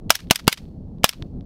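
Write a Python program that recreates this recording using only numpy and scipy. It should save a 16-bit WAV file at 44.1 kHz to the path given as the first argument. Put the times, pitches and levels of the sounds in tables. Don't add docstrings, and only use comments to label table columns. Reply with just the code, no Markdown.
import sys
import numpy as np
from scipy import signal
from scipy.fft import rfft, irfft
from scipy.io import wavfile
from scipy.ndimage import uniform_filter1d, minimum_filter1d

SR = 44100
rng = np.random.default_rng(int(sys.argv[2]) if len(sys.argv) > 2 else 0)


def store_pcm(level_fs):
    pcm = np.round(np.clip(level_fs, -1, 1) * 32767).astype(np.int16)
    wavfile.write(sys.argv[1], SR, np.atleast_2d(pcm).T)


N = 63945
TIME = np.arange(N) / SR

# start_s, bark_db, crack_db, thump_db, ring_db, ring_pitch_ratio,
# hammer_db, bolt_delay_s, bolt_db, slap_delay_s, slap_db
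SHOT_CUES = [(0.1041, 7.5, 9, -21.5, 4, 1.05, -25.5, .0492, -5.5, 0.086, -31.5),
             (0.309, 7.5, 7.5, 12.5, 2, .97, -24.5, .0490, -2.5, 0.081, -26.5),
             (0.4781, 12, 4.5, 13, 7, 1.0, -28.5, .0488, -2.5, 0.095, -31),
             (1.0422, 3.5, 7.5, 3.5, 4.5, 1.09, -27.5, .0490, -3.5, 0.085, -30)]
# frequency_hz, relative_db
RANGE_SPECTRUM = [(500, -1), (1200, -1.5), (2200, -2.5), (4300, -0.5), (7000, -9), (12000, -14),
                  (16000, -16.5)]


def muzzle_blast():
    # frequency_hz, relative_db
    bark_spectrum = [(520, -6), (650, 2.5), (1000, 3), (1500, -3), (1900, -15)]
    # frequency_hz, relative_db
    crack_spectrum = [(1900, -9), (3000, 3), (4200, -5.5), (5600, 0.5), (6500, -6), (9000, -12),
                      (13500, -8.5), (16000, -23)]
    # pitch_hz, relative_db, t60_s
    suppressor_modes = [(643, 0.5, 0.015), (1110, -4, 0.011), (1557, -8, 0.048), (2200, -10.5, 0.066),
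                        (2816, -7.5, 0.042), (3300, -8.5, 0.0057), (4740, -7.5, 0.051), (5220, -5.5, 0.012)]
    # pitch_hz, level_db, t60_s
    after_ring = [(4340, -58, .65), (12274, -67, .55)]
    jet_s, bark_rise_s, jet_t60_s = .0024, .00049, .006
    bark, crack, blast = noise(bark_spectrum), noise(crack_spectrum), thump()
    for start, bark_db, crack_db, _, ring_db, pitch_ratio, *_ in SHOT_CUES:
        blast += bark * burst(start, bark_db, bark_rise_s, hold_s=jet_s - bark_rise_s, t60_s=jet_t60_s)
        blast += crack * burst(start, crack_db, attack_s=.0001, hold_s=jet_s, t60_s=jet_t60_s)
        blast += struck_metal(start, ring_db, suppressor_modes, pitch_ratio)
        blast += sum(ring(start, hz, db, t60_s) for hz, db, t60_s in after_ring)
    bounce_delay_s, bounce_db = .0045, -19.5
    return blast + from_db(bounce_db) * np.interp(TIME - bounce_delay_s, TIME, blast)


def thump():
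    swing = sum(ring(start, hz=172, db=thump_db, t60_s=.014) for start, _, _, thump_db, *_ in SHOT_CUES)
    low_cut = signal.butter(1, 130, "high", fs=SR, output="sos")
    return signal.sosfilt(low_cut, swing)


def venting_gas():
    # frequency_hz, relative_db
    gas_spectrum = [(290, -46.5), (500, -12.5), (631, -6.5), (1260, -4.5), (1710, -9), (3110, -3),
                    (12500, -17), (16000, -23.5)]
    puffs = sum(burst(start, db=-3.5, attack_s=.0049, t60_s=.066) for start, *_ in SHOT_CUES)
    return grainy_noise(gas_spectrum) * puffs


def hammer_and_bolt():
    # frequency_hz, relative_db
    hammer_spectrum = [(530, -50.5), (900, -18), (1790, -8.5), (2330, -4), (3590, -5.5), (6970, -17.5),
                       (14900, -24.5), (16000, -28)]
    # frequency_hz, relative_db
    slide_spectrum = [(700, -9), (2000, -3.5), (3400, 0.5), (6000, -3.5), (8000, -12), (14000, -15.5),
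                      (16000, -25.5)]
    # frequency_hz, relative_db
    bolt_spectrum = [(350, -17), (1100, -14.5), (1700, -3.5), (3500, 0), (4200, -8), (5500, 0.5),
                     (6400, -11), (9000, -8.5), (14300, -10.5), (16000, -20)]
    hammer, slide = noise(hammer_spectrum), grainy_noise(slide_spectrum)
    slam, rattle = noise(bolt_spectrum), grainy_noise(bolt_spectrum)
    action = np.zeros(N)
    for start, *_, hammer_db, bolt_delay_s, bolt_db, _, _ in SHOT_CUES:
        shut_s = start + bolt_delay_s
        action += hammer * burst(start - .008, hammer_db, attack_s=.00066, hold_s=.001, t60_s=.0095)
        action += slide * burst(shut_s - .018, db=-20, attack_s=.015, t60_s=.11)
        action += slam * burst(shut_s, bolt_db, attack_s=.0001, hold_s=.0014, t60_s=.015)
        action += rattle * burst(shut_s, bolt_db - 12.5, attack_s=.0001, t60_s=.048)
    return action


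def steel_ticks():
    # start_s, level_db
    tick_cues = [(.2715, -43.5), (.654, -45), (.9845, -50.5), (1.2240, -21.5), (1.4090, -41.5)]
    # pitch_hz, relative_db, t60_s
    part_modes = [(1000, -7, 0.0049), (1712, -6.5, 0.0042), (3540, 0.5, 0.0031), (5670, -7, 0.0012),
                  (9330, -23.5, 0.0028), (12800, -29.5, .002)]
    return sum(struck_metal(start, db, part_modes) for start, db in tick_cues)


def downrange_sounds():
    # frequency_hz, relative_db
    slap_spectrum = [(650, -5.5), (900, -1), (1700, -0.5), (3600, -1.5), (5400, -3), (6500, -10.5),
                     (13000, -20), (16000, -33.5)]
    slaps = sum(burst(start + delay_s, slap_db, attack_s=.0008, hold_s=.005, t60_s=.053)
                for start, *_, delay_s, slap_db in SHOT_CUES)
    scatter = sum(burst(start, db=-48.5, attack_s=.026, t60_s=.44) for start, *_ in SHOT_CUES)
    return grainy_noise(slap_spectrum) * slaps + grainy_noise(RANGE_SPECTRUM) * scatter


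def wind():
    # frequency_hz, relative_db
    rumble_spectrum = [(12, -33.5), (20, -1), (90, -3.5), (125, -7), (160, -3.5), (264, -8.5), (346, -16),
                       (778, -31.5), (1080, -43.5), (2000, -65), (2600, -93), (4400, -120)]
    # time_s, level_db
    gust_levels = [(0, -37), (.09, -32), (.2, -40.5), (.28, -35), (.45, -36.5), (.62, -37.5), (.8, -36.5),
                   (1.0, -35), (1.18, -37), (1.225, -29.5), (1.28, -38.5), (1.37, -31), (1.45, -39)]
    gusts = from_db(np.interp(TIME, *np.transpose(gust_levels)))
    return noise(rumble_spectrum) * gusts + from_db(-78.5) * noise(RANGE_SPECTRUM)


def from_db(db):
    return 10 ** (np.asarray(db) / 20)


def noise(spectrum):
    hz, db = np.transpose(spectrum)
    bins_hz = np.maximum(np.arange(N + 1) * SR / (2 * N), 1)
    tone = from_db(np.interp(np.log(bins_hz), np.log(hz), db))
    skirts = np.minimum(bins_hz / hz[0], 1) ** 2 * np.minimum(hz[-1] / bins_hz, 1) ** 2
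    shaped = irfft(rfft(rng.standard_normal(2 * N)) * tone * skirts)[:N]
    return shaped / shaped.std()


def grainy_noise(spectrum, grain_s=.0031, depth_db=3.5):
    flicker = np.interp(TIME / grain_s, np.arange(N), rng.standard_normal(N))
    return noise(spectrum) * from_db(depth_db * flicker)


def burst(start, db, attack_s, t60_s, hold_s=0):
    age = TIME - start
    release = np.exp(-np.log(1000) * np.maximum(age - attack_s - hold_s, 0) / t60_s)
    return from_db(db) * np.clip(age / attack_s, 0, 1) * release


def ring(start, hz, db, t60_s):
    age = np.maximum(TIME - start, 0)
    return from_db(db) * np.sin(2 * np.pi * hz * age) * np.exp(-np.log(1000) * age / t60_s)


def struck_metal(start, db, modes, pitch_ratio=1):
    return sum((-1) ** k * ring(start, hz * pitch_ratio, db + mode_db, t60_s)
               for k, (hz, mode_db, t60_s) in enumerate(modes))


def scene():
    rifle = muzzle_blast() + venting_gas() + hammer_and_bolt() + steel_ticks()
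    return (rifle + downrange_sounds() + wind())[None]


def limiter_gain(sound):
    threshold_db, max_cut_db = -18, 17.5
    attack_s, hold_s, release_db_per_s = .0035, .025, 281
    level_db = 10 * np.log10(np.maximum(uniform_filter1d(sound ** 2, size=45), 1e-12))
    over_db = np.clip(level_db - threshold_db, 0, max_cut_db)
    half_hold = int(hold_s * SR / 2)
    held_db = -minimum_filter1d(-over_db, 2 * half_hold + 1, origin=half_hold)
    recovery_db = release_db_per_s * TIME
    cut_db = np.maximum.accumulate(held_db + recovery_db) - recovery_db
    pole = np.exp(-1 / (attack_s * SR))
    return from_db(-signal.lfilter([1 - pole], [1, -pole], cut_db))


def record(dry):
    clipped = np.clip(dry * limiter_gain(dry[0]), -.95, .95)
    high_cut = signal.cheby2(16, 60, 16400, fs=SR, output="sos")
    return signal.sosfilt(high_cut, clipped)


dry = scene()
out = record(dry)
store_pcm(out)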